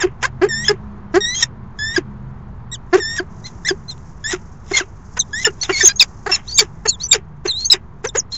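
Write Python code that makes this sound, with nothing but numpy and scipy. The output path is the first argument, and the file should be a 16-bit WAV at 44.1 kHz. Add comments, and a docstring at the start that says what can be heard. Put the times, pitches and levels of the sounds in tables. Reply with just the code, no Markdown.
"""Two falcons greet in a wooden nest box on a tall building, over a city roar of coloured noise and engine tones.
Clucks (pulsed overtone stacks), short chirps and harsh rasps of puffed noise begin at once; the first held
whistle, a few gliding partials, comes half a second in. Feathers rustle as grainy noise from about 3 s, and
two pebbles tick near 4 and 4.7 s. From about 5.2 s whistles also break up to 6-7 kHz, on to the end.
A close, narrow-band camera microphone overloads on the loudest notes."""
import sys
import numpy as np
from scipy import signal
from scipy.fft import rfft, irfft, next_fast_len
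from scipy.io import wavfile
from scipy.ndimage import map_coordinates

SR = 44100
rng = np.random.default_rng(int(sys.argv[2]) if len(sys.argv) > 2 else 0)


def generate_wav(sig):
    """Save sig (samples, or channels by samples) to the path in sys.argv[1] as 16-bit PCM at SR."""
    pcm = np.round(np.clip(np.atleast_2d(sig).T, -1, 1) * 32767).astype(np.int16)
    wavfile.write(sys.argv[1], SR, pcm)


N = 369116  # length in samples
BAND_HZ, TOP_HZ = 7750, 16000  # microphone band edge, top of the finished sound


def amp(db):
    """Decibels to gain."""
    return 10 ** (np.asarray(db) / 20)


def unit(x):
    """Scaled to rms 1."""
    return x / np.sqrt(np.mean(x ** 2) + 1e-20)


def along(points, hz):
    """Levels read from (frequency_hz, level_db) points on a log frequency axis."""
    point_hz, level_db = np.transpose(points)
    return np.interp(np.log(hz + 1), np.log(point_hz + 1), level_db)


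def curves(rows, t):
    """Each column after the time, read at times t."""
    times, *columns = np.transpose(rows)
    return [np.interp(t, times, column) for column in columns]


def wobble(rate, size=N):
    """A smooth random curve, rate knots a second."""
    knots = rng.standard_normal(max(int(size * rate / SR) + 4, 600))
    return map_coordinates(knots, [np.arange(size) * rate / SR])


def filtered(x, response):
    """x times a response of frequency, padded so that its end does not wrap round."""
    padded = next_fast_len(N + SR // 2)
    hz = np.fft.rfftfreq(padded, 1 / SR)
    return irfft(rfft(x, padded) * response(hz), padded)[:N]


def hiss(spectrum, puffs=1):
    """Coloured noise of rms 1; puffs modulates the air before it is coloured."""
    air = puffs * rng.standard_normal(N)
    return unit(filtered(air, lambda hz: amp(along(spectrum, hz))))


def note(rows, attack, release, jitter):
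    """Start sample, pitch, levels, phase and on-off gate of one note; the pitch trembles by the share jitter."""
    start, stop = max(rows[0][0], 0), rows[-1][0]
    t = np.arange(start, stop + release, 1 / SR)
    pitch, *levels = curves(rows, t)
    trembling = pitch * (1 + jitter * wobble(300, size=len(t)))
    phase = 2 * np.pi * np.cumsum(trembling) / SR
    fade_in = np.clip((t - start) / attack, 0, 1)
    fade_out = np.clip((stop + release - t) / release, 0, 1)
    gate = np.sqrt(2) * fade_in * fade_out  # a sine of gain 1 then has rms 1
    return round(start * SR), pitch, levels, phase, gate


def shaped(start, first, second, pitch_hz, partials_db, peak_s, swell_db, fade_db):
    """Rows (time_s, pitch_hz, level_db per partial) of a note whose pitch turns once and level peaks once."""
    times = [start, start + first, start + first + second]
    at = np.sort([*times, peak_s + 1e-6])  # the nudge keeps a peak at the turn distinct
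    shape_db = np.interp(at, [start, peak_s, times[2]], [-swell_db, 0, -fade_db])
    levels_db = shape_db[:, None] + np.array(partials_db)
    return np.column_stack([at, np.interp(at, times, pitch_hz), levels_db])


def whistled(notes):
    """Nearly pure partials; each flickers on its own and a fast tremble spreads a rough halo round it."""
    out = np.zeros(N + SR)
    for rows in notes:
        at, pitch, levels, phase, gate = note(rows, attack=.0025, release=.003, jitter=.006)
        size = len(gate)
        rough = pitch / 35000 + .3 * np.exp(-size / SR / .05)  # high and short forced notes are hoarser
        for k, db in enumerate(levels, 1):
            flicker = amp(2.0 * wobble(120, size=size)) + rough * wobble(700, size=size)
            in_band = k * pitch < BAND_HZ + 400
            out[at:][:size] += gate * amp(db) * flicker * np.sin(k * phase) * in_band
    return out[:N]


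# Held whistles: start_s, to_turn_s, after_turn_s, start_hz, turn_hz, end_hz,
# then level_db of each partial (rms at the loudest point, before flicker)
WHISTLE_NOTES = [ (.487, .055, .103, 1860, 1765, 1920, -22, -37, -27, -30),
                 (.645, .025, .01, 3110, 3440, 3020, -24, -26),
                 (1.205, .045, .105, 1886, 1855, 2060, -26, -22, -24, -33),
                 (1.345, .065, .015, 3170, 3345, 3020, -25, -23),
                 (1.788, .142, .025, 1690, 1846, 1990, -23, -31, -29, -35),
                 (2.998, .032, .15, 1890, 1755, 1890, -25, -36, -26, -34),
                 (4.24, .075, .015, 1680, 1960, 1560, -25, -31, -30, -29),
                 (4.33, .012, .013, 1545, 1420, 1295, -26),
                 (4.735, .035, .025, 2139, 2136, 1977, -17, -24, -35),
                 (5.33, .08, .02, 1650, 2033, 2050, -25, -34, -32, -33),
                 (5.725, .035, .065, 2303, 2133, 2323, -22, -23, -29),
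                 (5.887, .015, .018, 794, 805, 819, -59, -26, -31, -33, -27, -24),
                 (6.315, .02, .02, 2707, 2698, 2660, -25, -12), (6.34, .01, .01, 4470, 4150, 3830, -22),
                 (6.34, .01, .01, 7200, 6880, 6570, -18), (6.476, .014, .02, 3620, 4420, 4390, -28),
                 (6.48, .02, .02, 6010, 5950, 5890, -34), (6.512, .028, .02, 4290, 4780, 4700, -26),
                 (7.033, .018, .019, 6010, 5975, 5940, -19), (7.085, .012, .013, 7400, 7500, 7600, -28),
                 (7.473, .008, .009, 6150, 6195, 6240, -22), (7.53, .07, .06, 3560, 4200, 4350, -23, -45),
                 (7.64, .01, .012, 4300, 4400, 4500, -22), (8.32, .01, .038, 3860, 4240, 4100, -24), ]
WAIL_PEAK_SHARE, WAIL_SWELL_DB, WAIL_FADE_DB = .3, 4, 7  # loudest this far in; softer by these at start and end


def wails():
    """Held whistles whose pitch bends once while the level peaks early in their length."""
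    notes = []
    for start, first, second, *rest in WHISTLE_NOTES:
        peak_s = start + WAIL_PEAK_SHARE * (first + second)
        notes.append(shaped(start, first, second, rest[:3], rest[3:], peak_s, WAIL_SWELL_DB, WAIL_FADE_DB))
    return whistled(notes)


# Short forced chirps: start_s, rise_s, fall_s, start_hz, peak_hz, end_hz,
# then level_db of each partial (rms at the peak, before flicker)
CHIRP_NOTES = [ (.003, .027, .003, 1920, 1600, 1564, -19, -26, -25, -23),
               (.681, .003, .011, 1730, 1722, 1692, -11, -21, -5, -20),
               (1.423, .008, .009, 1888, 1876, 1830, -17, -14, -10, -19),
               (1.96, .003, .015, 1746, 1715, 1556, -13, -28, -17, -31),
               (2.715, .025, .02, 1862, 1940, 1496, -40, -28, -36, -28),
               (3.18, .014, .003, 1870, 1580, 1522, -18.5, -28, -28, -34),
               (3.44, .02, .03, 1910, 2115, 1970, -42, -32, -38),
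               (3.648, .027, .015, 1728, 2084, 1773, -21, -28, -26, -30),
               (3.685, .003, .022, 1804, 1775, 1550, -18, -19, -15, -24),
               (3.88, .02, .03, 2015, 2090, 1760, -60, -28, -39, -35),
               (4.768, .003, .014, 3474, 3430, 3218, -14, -10),
               (4.8, .003, .022, 1684, 1630, 1260, -18, -31, -35), (5.19, .01, .01, 6320, 6320, 5900, -11),
               (5.2, .003, .02, 4100, 4020, 3500, -14.5, -20),
               (5.445, .003, .005, 2896, 2875, 2838, -11, -29),
               (5.45, .003, .017, 1781, 1780, 1770, -10, -22, -9, -12),
               (5.47, .003, .02, 1450, 1445, 1410, -18, -26),
               (5.612, .018, .03, 4270, 4480, 3380, -20, -34), (5.613, .003, .029, 5870, 5950, 6700, -18),
               (5.693, .003, .014, 1366, 1378, 1430, -19, -21),
               (5.805, .008, .02, 1943, 1800, 1742, -11, -20, -17, -23),
               (5.825, .015, .01, 6360, 6200, 6250, -10), (5.846, .013, .003, 6200, 6560, 6640, -3.5),
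               (5.862, .004, .008, 7130, 6950, 6610, -5), (5.872, .008, .005, 6610, 6385, 6440, -1),
               (5.958, .003, .035, 6400, 6450, 6650, -24), (5.995, .005, .012, 4900, 3875, 3443, -4),
               (6.005, .012, .013, 2680, 2540, 2283, -10, -4, -20),
               (6.542, .035, .003, 6430, 6530, 6540, -18.5), (6.575, .01, .01, 3885, 3644, 3690, -13, -8),
               (6.585, .008, .017, 2464, 2300, 2266, -13, -4, -12),
               (6.878, .017, .06, 4400, 4450, 3350, -14, -22), (6.875, .012, .018, 6600, 6480, 6500, -13),
               (6.885, .003, .02, 2750, 2745, 2710, -35, -22), (6.89, .003, .007, 7270, 7160, 6900, -11.5),
               (7.0, .02, .04, 3700, 4350, 4700, -27), (7.112, .006, .012, 3790, 3735, 3560, -6, -5),
               (7.126, .003, .011, 2394, 2382, 2340, -12, -6, -11),
               (7.478, .027, .02, 4330, 4030, 3530, -14, -27), (7.648, .012, .03, 6150, 6350, 6550, -16),
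               (7.7, .007, .009, 4010, 3900, 4126, -6, -26),
               (7.713, .008, .019, 2620, 2570, 2420, -30, -5, -14),
               (7.724, .003, .013, 4050, 3970, 3630, -8, -14), (8.07, .003, .017, 6230, 6090, 5300, -22),
               (8.088, .003, .009, 3770, 3715, 3550, -29, -31), (8.172, .02, .013, 6970, 6660, 5200, -12), ]
CHIRP_SWELL_DB = 8  # softer by this at the start
CHIRP_FADE_DB, CHIRP_FADE_DB_PER_S = 6, 330  # lost in the fall, and more the longer it lasts


def chirps():
    """Short forced whistles, loudest at the turn of their pitch."""
    notes = []
    for start, rise, fall, *rest in CHIRP_NOTES:
        fade_db = CHIRP_FADE_DB + CHIRP_FADE_DB_PER_S * fall
        notes.append(shaped(start, rise, fall, rest[:3], rest[3:], start + rise, CHIRP_SWELL_DB, fade_db))
    return whistled(notes)


CLUCK_SWELL_DB = 5  # gained by the fundamental over the hold
CLUCK_DROP_S, CLUCK_DROP_DB, OVERTONE_DROP_DB = .008, 13, 15  # the sudden loss when the hold ends
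CLUCK_FADE_DB, OVERTONE_FADE_DB = 11, 16  # lost over the tail
CLUCK_TAIL_S, CLUCK_REST_HZ = .024, 390
CLUCK_WAVER = .15  # random spread of the pitch after the hold, as a share


def clucked(start, hold, start_hz, held_hz, low_db, high_db):
    """Rows (time_s, pitch_hz, fundamental_db, overtones_db): swell, sudden drop, wavering tail."""
    times = start + np.cumsum([0, hold, CLUCK_DROP_S, CLUCK_TAIL_S / 2, CLUCK_TAIL_S / 2])
    waver = 1 + CLUCK_WAVER * rng.standard_normal(3)
    pitch = [start_hz, held_hz, *(waver * [held_hz, CLUCK_REST_HZ, CLUCK_REST_HZ])]
    low = low_db - np.cumsum([0, CLUCK_DROP_DB, CLUCK_FADE_DB / 2, CLUCK_FADE_DB / 2])
    high = high_db - np.cumsum([0, 0, OVERTONE_DROP_DB, OVERTONE_FADE_DB / 2, OVERTONE_FADE_DB / 2])
    return np.column_stack([times, pitch, [low_db - CLUCK_SWELL_DB, *low], high])


# Low clucks: start_s, hold_s, start_hz, held_hz (at the end of the hold), fundamental_db, overtones_db
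CLUCK_NOTES = [ (.033, .02, 371, 364, -13.5, -27), (.226, .03, 422, 547, -32, -15),
               (.413, .034, 305, 410, -12, -19), (.452, .015, 500, 390, -19, -34),
               (.69, .025, 429, 400, -14, -23), (1.138, .04, 310, 390, -12, -18),
               (1.975, .008, 357, 340, -12, -24), (2.926, .032, 323, 400, -10, -16),
               (2.972, .02, 500, 420, -21, -34), (3.195, .008, 362, 335, -19, -21),
               (3.705, .008, 391, 360, -15, -27), (4.33, .008, 384, 345, -18, -28),
               (4.71, .008, 298, 360, -20, -21), (4.805, .006, 380, 340, -23, -30),
               (5.167, .008, 379, 476, -36, -21), (5.465, .012, 500, 430, -16, -21),
               (5.69, .016, 316, 380, -17, -23), (5.83, .012, 460, 375, -19, -29),
               (6.26, .018, 357, 450, -25, -20), (6.29, .015, 372, 370, -28, -21),
               (6.605, .022, 489, 400, -22, -26), (6.852, .012, 410, 460, -20, -19),
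               (7.14, .022, 551, 420, -21, -28), (7.45, .008, 357, 400, -18, -25),
               (7.738, .005, 438, 380, -23, -28), (8.04, .018, 371, 480, -20, -22),
               (8.148, .015, 370, 500, -18, -20), ]
# Colour of the cluck's overtones: frequency_hz, relative_level_db
CLUCK_COLOUR = [(700, 0), (1000, -5), (1300, 0), (1750, -1), (2150, -13), (3600, -28), (4700, -17),
                (5800, -30), (6800, -22)]


def clucks():
    """Slow flaps of the membranes: a round fundamental under a pulsed stack of overtones."""
    out = np.zeros(N + SR)
    k = np.arange(2, 20)[:, None]  # overtone numbers
    for row in CLUCK_NOTES:
        at, pitch, (low_db, high_db), phase, gate = note(clucked(*row), attack=.007, release=.006, jitter=.02)
        shares = amp(along(CLUCK_COLOUR, k * pitch)) * (k * pitch < BAND_HZ)
        stack = np.sum(shares * np.sin(k * phase), axis=0) / np.sqrt(np.sum(shares ** 2, axis=0))
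        uneven = amp(3 * wobble(250, size=len(gate)))
        fundamental = amp(low_db) * np.sin(phase)
        out[at:][:len(gate)] += gate * (fundamental + amp(high_db) * uneven * stack)
    return out[:N]


RASP_RANGE_DB = 42  # climbed in the rise, lost in the fall
THROAT_LINGERS = 1.6  # the throat's fall over the beak's
# Bursts of air rasping through the syrinx: peak_s, rise_s, fall_s (of the beak), throat_db, beak_db
RASP_BURSTS = [ (.024, .06, .06, -19.5, -25.5), (.236, .028, .014, -16, -18), (.258, .04, .03, -30, -25),
               (.428, .024, .06, -24, -35), (.664, .3, .03, -43, -35), (.692, .05, .055, -22, -22),
               (1.16, .036, .04, -28, -25.5), (1.412, .22, .02, -36, -24), (1.432, .04, .034, -24, -12),
               (1.796, .04, .1, -64, -41), (1.98, .11, .032, -26.5, -26.5), (2.948, .03, .06, -24, -30),
               (2.985, .1, .04, -40, -33), (3.184, .2, .05, -39, -32), (3.468, .04, .06, -48, -34.5),
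               (3.688, .05, .045, -30, -19), (3.912, .045, .055, -48.5, -37), (4.325, .1, .06, -27, -21),
               (4.716, .02, .02, -36, -42), (4.784, .12, .055, -20.5, -14), (5.176, .02, .02, -24, -25),
               (5.436, .17, .02, -45, -25.5), (5.468, .06, .04, -24, -26), (5.64, .05, .065, -31.5, -24.5),
               (5.7, .025, .035, -18.5, -32), (5.808, .2, .05, -35, -22.5), (5.888, .25, .04, -25.5, -14),
               (6.008, .022, .04, -32, -8), (6.028, .04, .025, -23, -13), (6.324, .075, .09, -24, -22.5),
               (6.356, .03, .035, -36.5, -24), (6.52, .14, .08, -51, -36), (6.596, .032, .05, -18.5, -5.5),
               (6.864, .018, .018, -18, -23.5), (7.012, .035, .1, -45, -33), (7.14, .035, .04, -15, -8.5),
               (7.46, .02, .06, -24, -25), (7.608, .1, .12, -51.5, -32.5), (7.712, .032, .05, -50.5, -23),
               (7.74, .04, .035, -19.5, -21), (8.052, .022, .025, -23, -24), (8.16, .022, .04, -22, -21),
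               (8.325, .026, .3, -48, -32), ]
# Throat colour of the air noise: frequency_hz, relative_density_db
THROAT_COLOUR = [(250, -20), (600, -3), (1000, 1), (2000, 1.5), (3200, -3.5), (4000, -41.5)]
# Beak colour of the air noise: frequency_hz, relative_density_db
BEAK_COLOUR = [(2600, -32.5), (3300, 2), (4000, -1.5), (4500, -18.5), (5000, 1), (7000, 3.5), (7600, -7.5)]


def rasp():
    """Turbulent air in coarse puffs that throat and beak share, each with its own colour."""
    t, throat, beak = np.arange(N) / SR, np.zeros(N), np.zeros(N)

    def burst(peak, rise, fall):
        """Gain climbing to 1 and falling again, straight in decibels."""
        return amp(-RASP_RANGE_DB * np.maximum((peak - t) / rise, (t - peak) / fall))

    for peak, rise, fall, throat_db, beak_db in RASP_BURSTS:
        throat += amp(throat_db) * burst(peak, rise, THROAT_LINGERS * fall)
        beak += amp(beak_db) * burst(peak, rise, fall)
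    puffs = amp(3.5 * wobble(350))
    return throat * hiss(THROAT_COLOUR, puffs) + beak * hiss(BEAK_COLOUR, puffs)


def box(x):
    """The plywood walls answer with a short dense tail, and the air in the box rings at one low note."""
    t = np.arange(SR // 8) / SR
    tail = rng.standard_normal(len(t)) * amp(-60 * t / .045)  # 60 dB down in 45 ms
    walls = signal.fftconvolve(x, tail / np.linalg.norm(tail))[:N]
    wet = x + amp(-13) * walls
    mode_hz, width_hz = 375, 50

    def air_mode(hz):
        """The direct sound plus half a resonance."""
        loss = 1j * hz * width_hz
        return 1 + 0.5 * loss / (mode_hz ** 2 - hz ** 2 + loss)

    return filtered(wet, air_mode)


# Feathers shifting: time_s, level_db (before the grain)
FEATHER_LEVEL = [(3.2, -74), (3.4, -55), (5.3, -57.5), (6.1, -54.5), (6.9, -63), (7.3, -76.5)]


def feathers():
    """Feathers rustle as bright noise in uneven grains, slow swells and quick ones together."""
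    level_db, = curves(FEATHER_LEVEL, np.arange(N) / SR)
    grain_db = 2.7 * wobble(6.2) + 3 * wobble(120)
    colour = [(3000, -31), (5000, -4), (6500, 2.5), (7600, -5.5)]  # frequency_hz, relative_density_db
    return amp(level_db + grain_db) * hiss(colour)


# Gravel ticks: start_s, level_db (of the decay at its start)
PEBBLE_TICKS = [(3.9789, -35), (4.664, -32)]


def pebbles():
    """Pebbles tick: a 6 kHz tone times noise, dying 60 dB in 13 ms."""
    out = np.zeros(N)
    t = np.arange(SR // 50) / SR
    for start, db in PEBBLE_TICKS:
        decay = amp(db - 60 * t / 0.013)
        out[round(start * SR):][:len(t)] += decay * np.sin(2 * np.pi * 6000 * t) * rng.standard_normal(len(t))
    return out


# Engine tones of passing traffic: start_s, length_s, start_hz, middle_hz, end_hz, level_db (before it wavers)
ENGINE_TONES = [(.01, .7, 121, 131, 140, -39), (.3, .95, 217, 208, 199, -42),
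                (1.4, 1.4, 125, 133, 121, -41), (1.5, 1.4, 58, 52, 45, -43.5), (1.5, 1, 215, 209, 203, -43),
                (3.35, .65, 160, 168, 137, -43), (6.5, 1, 141, 175, 139, -44.5)]


def engines():
    """Single gliding tones, unsteady in pitch and level, that come and go."""
    out = np.zeros(N)
    for start, length, *pitch_hz, level in ENGINE_TONES:
        rows = [(start + length * k / 2, hz, level) for k, hz in enumerate(pitch_hz)]
        at, _, (db,), phase, gate = note(rows, attack=.08, release=.05, jitter=.015)
        unsteady = amp(db + 4.0 * wobble(8, size=len(gate)))
        out[at:][:len(gate)] += gate * unsteady * np.sin(phase)
    return out


# Colour of the city roar: frequency_hz, relative_density_db
CITY_COLOUR = [(12, -11.5), (50, -1), (105, -1.5), (230, -10), (285, -20.5), (370, -17), (550, -26.5),
               (1000, -20), (1900, -33.5), (2600, -44), (4500, -52), (7600, -67)]
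# Loudness of the city roar: time_s, level_db (before it wavers)
CITY_LEVEL = [(0, -34.5), (8.37, -38)]


def city_roar():
    """Distant traffic blurs into broad noise, heaviest in the bass, that wavers slowly."""
    level_db, = curves(CITY_LEVEL, np.arange(N) / SR)
    return amp(level_db + .8 * wobble(2)) * hiss(CITY_COLOUR)


def scene():
    """Both birds in the box, over nest and city."""
    birds = box(wails() + chirps() + clucks() + rasp())
    nest = feathers() + pebbles()
    city = engines() + city_roar()
    return (birds + nest + city)[None]


def record(dry):
    """The microphone stage saturates and passes a narrow band; peaks past full scale clip and spill above it."""
    squeezed = dry[0] / (1 + np.abs(dry[0] / 1.1) ** 6) ** (1 / 6)  # levels off towards 1.1
    narrow = filtered(squeezed, lambda hz: 1 / (1 + (hz / BAND_HZ) ** 60))
    offset = narrow + .0085  # small constant offset
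    return filtered(np.clip(offset, -1, 1), lambda hz: hz < TOP_HZ)[None]


dry = scene()
out = record(dry)
generate_wav(out)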